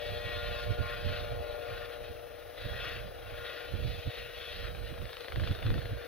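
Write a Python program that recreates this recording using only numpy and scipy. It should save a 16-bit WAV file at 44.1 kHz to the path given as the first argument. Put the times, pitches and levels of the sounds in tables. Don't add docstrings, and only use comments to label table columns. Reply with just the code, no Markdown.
import sys
import numpy as np
from scipy import signal
from scipy.fft import rfft, irfft, next_fast_len
from scipy.io import wavfile
from scipy.ndimage import uniform_filter1d, map_coordinates

SR = 44100
rng = np.random.default_rng(int(sys.argv[2]) if len(sys.argv) > 2 else 0)


def inscribe(sig):
    pcm = np.round(np.clip(np.atleast_2d(sig).T, -1, 1) * 32767)
    wavfile.write(sys.argv[1], SR, pcm.astype(np.int16))


N = 267687
BLADE_HZ = 26.2

# frequency in Hz, likeness from 0 to 1.
LIKENESS = [(200, 0.15), (480, 1), (800, 1), (1000, 0.15), (1400, 0.92), (3200, 1), (4200, 0.76),
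            (5500, 0.78), (7000, .1)]


def amp(db):
    return 10 ** (np.asarray(db) / 20)


def unit(x):
    return x / np.sqrt(np.mean(np.abs(x) ** 2) + 1e-20)


def along(points, hz):
    f, v = np.transpose(points)
    return np.interp(np.log(hz + 1), np.log(f + 1), v)


def curves(rows):
    s, *cols = np.transpose(rows)
    return [np.interp(np.arange(N) / SR, s, c) for c in cols]


def wobble(rate):
    coarse = np.arange(0, N + 64, 64)
    knots = rng.standard_normal(2048)
    smooth = map_coordinates(knots, [coarse * rate / SR], mode="wrap")
    return np.interp(np.arange(N), coarse, smooth)


def filtered(x, response):
    m = next_fast_len(N + SR // 4)
    return irfft(rfft(x, m) * response(np.fft.rfftfreq(m, 1 / SR)), m)[..., :N]


def noise(spectrum):
    return unit(filtered(rng.standard_normal(N), lambda hz: amp(along(spectrum, hz))))


def even(x, span):
    centre = np.atleast_2d(x).mean(axis=0)
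    envelope = np.abs(signal.hilbert(centre, next_fast_len(N))[:N])
    power = uniform_filter1d(envelope ** 2 / 2, max(int(span * SR), 1))
    return x / np.sqrt(np.abs(power) + 0.04)


def patchy(x, depth_db, size_hz, life):
    z = signal.stft(x, nperseg=1024)[2]
    field = rng.standard_normal(z.shape[1:])
    for axis, width in enumerate([size_hz * 1024 / SR, life * SR / 512]):
        bell = np.exp(-(np.arange(-16, 17) / width) ** 2)
        field = signal.fftconvolve(field, np.expand_dims(bell, 1 - axis), mode="same")
    return signal.istft(z * amp(depth_db * unit(field)), nperseg=1024)[1][:, :N]


def likeness(hz):
    return np.clip(along(LIKENESS, hz), 0, .99)


def ports(hz):
    # frequency in Hz, difference in dB.
    balance = [(100, 0), (300, 9), (500, 12), (700, 13), (850, 9), (1000, 2), (1200, 4.9), (1450, 2),
               (2000, 5), (2600, 6), (3500, 4), (4200, -2), (5000, -1), (6000, 4), (7000, 1.6)]
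    # frequency in Hz, lead in radians.
    lead = [(100, 1), (320, -2.5), (600, -0.8), (850, -3.5), (1100, -1.45), (1450, 0.5), (2100, 0.63),
            (3700, 0.62), (4400, 1.34), (6000, 3.5)]
    right = amp(-along(balance, hz)) * np.exp(-1j * along(lead, hz))
    centre = np.sqrt(1 + abs(right) ** 2 + 2 * likeness(hz) * right.real) / 2
    return np.array([np.ones_like(right), right]) / centre


def airborne(pair, spectrum):
    def split(hz):
        turn = np.arccos(likeness(hz)) / 2
        return amp(along(spectrum, hz)) * [np.cos(turn), np.sin(turn)]

    direct, scatter = filtered(pair, split)
    return filtered(np.array([direct + scatter, direct - scatter]), ports)


def air(spectrum, patchy_db=0):
    pair = rng.standard_normal((2, N))
    if patchy_db:
        pair = patchy(pair, patchy_db, size_hz=62.6, life=0.043)
    x = airborne(pair, spectrum)
    return x / np.std(x.mean(axis=0))


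def blade_beat(depth, lead):
    return 1 + depth * np.cos(2 * np.pi * BLADE_HZ * np.arange(N) / SR + lead)


def orders(table, rough, flutter_rate):
    # time in seconds, speed in turns per second.
    shaft = [(0, 118.6), (1.5, 118.5), (3, 118.9), (4.5, 119.15), (6.07, 118.8)]
    angle = 2 * np.pi * np.cumsum(curves(shaft)[0]) / SR
    out = np.zeros((2, N))
    for k, db in table:
        shake = 1 + rough * (wobble(flutter_rate) + 1j * wobble(flutter_rate))
        tone = amp(db) * shake * np.exp(1j * (k * angle + rng.uniform(0, 2 * np.pi)))
        out += (ports(k * shaft[0][1])[:, None] * tone).real
    return out / np.std(out.mean(axis=0))


def tail_fan(roar_db, rush_db):
    # time in seconds, hum in dB, overtones in dB, duct airflow in dB.
    fan_levels = [(0, -49, -47.5, -56.5), (0.95, -51.5, -49, -57.5), (1.58, -48, -47, -55),
                  (1.95, -50, -53, -58.5), (2.45, -56.5, -57.5, -60), (2.85, -54, -55.5, -56),
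                  (3.15, -55.5, -57.5, -59), (3.5, -52, -54, -57.5), (4.25, -55, -61, -59.5),
                  (5.05, -56.5, -59.5, -59), (5.55, -55, -72, -54.5), (6.05, -52, -61, -58)]
    # time in seconds, difference in dB.
    whine_share = [(0, -11), (0.35, -2), (0.8, 2), (1.02, -5), (1.6, -2.5), (2.1, -9), (2.85, -10.5),
                   (3.5, -5), (4.1, -10.5), (6.07, -9.5)]
    # multiple of shaft speed, relative level in dB.
    overtone_orders = [(5, 2), (6, -7), (7, -12), (8, -29)]
    whine_orders = [(9, -6), (10, -10), (12, 3)]
    keen_orders = [(14, -17), (16, 6.5), (18, -19), (19, 1), (20, -15), (21, 0.5), (22, 3), (23, -21),
                   (24, -0.5), (28, 4), (29, -21), (32, -5), (35, -3)]
    # frequency in Hz, relative level in dB per Hz.
    duct_colour = [(40, -28), (200, -31.5), (280, -12.5), (400, -8), (480, -2), (560, -1.5), (680, -4.5),
                   (800, -12), (950, -21), (1300, -15.5), (2500, -75)]

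    def swing(db):
        return db - db.mean()

    hum_db, overtone_db, duct_db = curves(fan_levels)
    whine_db = roar_db + curves(whine_share)[0]
    keen_db = -59 + .35 * swing(overtone_db) + 1.73 * swing(rush_db)
    hum = amp(hum_db + 1.0) * orders([(4, 0)], rough=0.096, flutter_rate=35)
    overtones = amp(overtone_db + 0.8) * orders(overtone_orders, rough=0.42, flutter_rate=38)
    whine = amp(whine_db) * orders(whine_orders, rough=.45, flutter_rate=32)
    keen = amp(keen_db) * orders(keen_orders, rough=0.99, flutter_rate=28)
    duct = amp(duct_db + 6.0) * air(duct_colour) * blade_beat(depth=0.33, lead=2.66)
    return hum + overtones + whine + keen + duct


def swells(lull_roar_db=-57, lull_rush_db=-59.5, sharpness=1.53):
    # centre in seconds, half length in seconds, roar in dB, rush in dB, both before trims.
    swell_rows = [(0.11, 0.19, -52, -47), (0.337, 0.061, -49.5, -48), (0.576, 0.098, -49, -47),
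                  (0.902, 0.047, -44.5, -47.5), (1.137, 0.072, -47.5, -46.5), (1.52, 0.12, -57, -54),
                  (1.78, 0.081, -49, -52), (2.073, .03, -69, -54.5), (2.658, 0.038, -49.5, -48.5),
                  (2.853, 0.062, -43, -43.5), (3.497, 0.084, -46.5, -47), (3.948, 0.13, -59, -49),
                  (4.185, 0.036, -50, -47), (4.48, .09, -51, -46), (4.659, 0.017, -47.5, -52),
                  (4.88, 0.056, -59, -55), (5.215, 0.11, -56.5, -53), (5.482, 0.044, -51, -47.5),
                  (5.71, 0.08, -50.5, -50), (6.05, 0.11, -52.5, -57)]
    t = np.arange(0, N / SR + .01, .005)
    power = amp([[lull_roar_db], [lull_rush_db]]) ** 2
    for s, half, roar_db, rush_db in swell_rows:
        shape = np.exp(-np.abs((t - s) / half) ** sharpness / 2)
        power = power + amp([[roar_db], [rush_db]]) ** 2 * shape
    return curves(np.column_stack([t, *10 * np.log10(power)]))


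def wash(roar_db, rush_db):
    # frequency in Hz, relative level in dB per Hz.
    roar_colour = [(300, -53), (700, -12), (950, -14.5), (1150, -0.5), (1500, 5), (1900, 5), (2200, -1),
                   (3000, -4), (6000, -61)]
    rush_colour = [(1200, -42), (2000, -11.5), (2450, 2), (3000, 0), (3500, 3), (4200, -2), (5000, -14.5),
                   (6000, -28.5), (6800, -24.5), (7500, -53), (9000, -58)]
    flutter = amp(1.13 * wobble(26)) * blade_beat(depth=0.14, lead=2.43)
    roar = amp(roar_db - 1.5) * even(air(roar_colour, patchy_db=2.0), span=0.08)
    rush = amp(rush_db - 1.46) * even(air(rush_colour, patchy_db=3.0), span=0.13)
    return flutter * (roar + rush)


def blade_slaps(first=4.7483, delay=0.0016, width=0.00083, echo_db=-19, echo_t60=0.028,
                body_db=-9.0, crack_db=-6.0, scatter_db=.8, bright_scatter_db=1.5):
    # time in seconds, slap in dB, brightness in dB,
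    # both before trim and scatter.
    bite = [(4.75, -36.5, -9), (4.86, -44, -13), (5.0, -36.5, -14), (5.16, -33.5, 1), (5.22, -36.5, -1),
            (5.29, -26, -14), (5.42, -27, -19), (5.56, -32.5, -6), (5.68, -29.5, -6), (5.86, -32, -17)]
    # frequency in Hz, relative level in dB per Hz.
    thwack_colour = [(150, -23), (500, 6), (900, -1.5), (1600, 13), (2500, -2), (3400, -0.5), (4600, -19),
                     (8000, -65)]
    crack_colour = [(1200, -40), (2200, -4), (3100, -1), (4300, -6), (5200, -22), (6800, -30), (8000, -56)]
    t = np.arange(SR // 30) / SR
    pulse = np.exp(-((t - delay) / width) ** 2 / 2)
    echo = amp(echo_db - 60 * t / echo_t60) * (t > delay)
    shape = pulse + echo
    bite_db, bright_db = curves(bite)
    passes = np.round(np.arange(first, bite[-1][0], 1 / BLADE_HZ) * SR).astype(int)
    strength = np.zeros((2, N + SR))
    for i, (hard, sharp) in zip(passes, rng.standard_normal((len(passes), 2))):
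        parts_db = np.array([[body_db], [crack_db + bright_db[i] + bright_scatter_db * sharp]])
        strength[:, i:i + len(t)] += amp(bite_db[i] + scatter_db * hard + parts_db) * shape
    thwack = strength[0, :N] * even(air(thwack_colour), span=0.0015)
    crack = strength[1, :N] * even(air(crack_colour), span=0.0022)
    return thwack + crack


def narrow_hiss(centre_hz=8550, left_db=3, right_db=-15):
    # time in seconds, level in dB before the left and right trims.
    hiss_levels = [(0, -78), (4.4, -108), (4.6, -78), (5.05, -76), (5.65, -81), (6.07, -93)]
    band = [(centre_hz * 0.82, -40), (centre_hz, 0), (centre_hz * 1.07, -40)]
    fuzz = noise([(6000, -100), *band, (11000, -100)])
    return amp(curves(hiss_levels)[0]) * amp([[left_db], [right_db]]) * fuzz


def sizzle(rush_db):
    # frequency in Hz, relative level in dB per Hz.
    hiss_colour = [(3500, -9), (4800, -1.5), (6000, -3), (6800, -11), (7500, -30.5), (8300, -9.5),
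                   (9000, -11.5), (10200, 1.5), (11000, 0.5), (12500, -4), (14300, 2), (15800, -6)]
    # frequency in Hz, difference in dB.
    hiss_balance = [(7000, 5), (8000, 14), (10300, 27), (12000, 17), (12900, 17), (13600, 4.5), (15500, 1)]
    pair = np.array([noise(hiss_colour), noise(hiss_colour)])
    pair = filtered(pair, lambda hz: np.array([np.ones_like(hz), amp(-along(hiss_balance, hz))]))
    level_db = -57.5 + 0.2 * (rush_db - rush_db.mean()) + 0.7 * wobble(55)
    return amp(level_db) * blade_beat(depth=0.074, lead=1.5) * pair


def gusts(rise=0.046, fall=0.05, calm_db=-56.5, lump_db=3, lump_rate=18):
    # start in seconds, length in seconds, level in dB
    gust_rows = [(0.066, 0.98, -43), (1.026, .39, -42), (1.445, 0.61, -50.5), (2.632, 0.43, -45.5),
                 (3.21, 0.2, -48), (3.757, .17, -40), (4.2, 0.2, -50), (4.585, 0.45, -41.5),
                 (5.357, .17, -37.5), (5.656, 0.11, -33), (5.8, .15, -40.5)]
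    t = np.arange(N) / SR
    wind = amp(calm_db)
    for s, length, db in gust_rows:
        outside = np.maximum((s - t) / rise, (t - s - length) / fall)
        wind = np.maximum(wind, amp(db) * np.exp(-np.clip(outside, 0, 20)))
    return 20 * np.log10(wind) + lump_db * wobble(lump_rate)


def turbulence(spectrum, span):
    return filtered(even(noise(spectrum), span), lambda hz: hz / np.hypot(hz, 25))


def downwash(width=0.012, steady_db=5.0, left_db=0.0, right_db=-0.5, most_db=-37, whirl_db=-40,
             whirl_growth=1.86):
    # time in seconds, left in dB, right in dB, both before trims.
    eddies = [(0.12, -75, -37), (0.264, -47, -33.5), (0.37, -85, -33), (0.709, -39, -23),
              (0.804, -38, -23.5), (1.067, -40, -24.5), (1.11, -47, -28), (1.22, -74, -36),
              (1.325, -66, -32), (1.4, -75, -36), (2.109, -75, -37), (2.662, -45, -30.5), (3.33, -63, -38),
              (3.747, -58, -29), (3.801, -40, -35.5), (3.861, -36, -26), (3.99, -70, -35),
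              (4.078, -35, -26.5), (4.921, -52, -33), (5.017, -51, -29.5), (5.381, -31, -30),
              (5.428, -32, -24), (5.509, -26, -24.5), (5.666, -26, -26), (5.712, -23, -27),
              (5.771, -30, -39), (5.858, -37, -35), (5.924, -31.5, -32)]
    # frequency in Hz, relative level in dB per Hz.
    eddy_colour = [(10, -35), (25, 10.5), (55, -3.5), (100, 13), (150, -8.5), (220, -11), (350, -13.5),
                   (600, -37), (1200, -56), (3000, -90)]
    stream_colour = [(10, -17), (25, -10), (50, 4.5), (85, -1), (115, -4), (150, -15), (200, -19.5),
                     (300, -34), (600, -36), (2000, -97)]
    whirl_colour = [(50, -16), (100, 5), (140, 2.5), (190, -7.5), (300, -11.5), (420, -14.5), (700, -30),
                    (1300, -47), (3000, -90)]
    t = np.arange(N) / SR
    puffs = np.zeros((2, N))
    for s, left, right in eddies:
        puffs += amp([[left + left_db], [right + right_db]]) * np.exp(-((t - s) / width) ** 2 / 2)
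    out = puffs * np.array([turbulence(eddy_colour, span=0.0074), turbulence(eddy_colour, span=0.021)])
    wind_db = gusts()
    out[1] += amp(np.minimum(wind_db, most_db) + steady_db) * turbulence(stream_colour, span=0.058)
    gust_db = uniform_filter1d(wind_db, round(SR * .12))
    out[1] += amp(whirl_db + whirl_growth * (gust_db - most_db)) * turbulence(whirl_colour, span=0.092)
    return out


def scene():
    roar_db, rush_db = swells()
    helicopter = tail_fan(roar_db, rush_db) + wash(roar_db, rush_db) + blade_slaps()
    return helicopter + narrow_hiss() + sizzle(rush_db) + downwash()


def record(dry, top_hz=15780):
    return filtered(dry, lambda hz: hz < top_hz)


dry = scene()
out = record(dry)
inscribe(out)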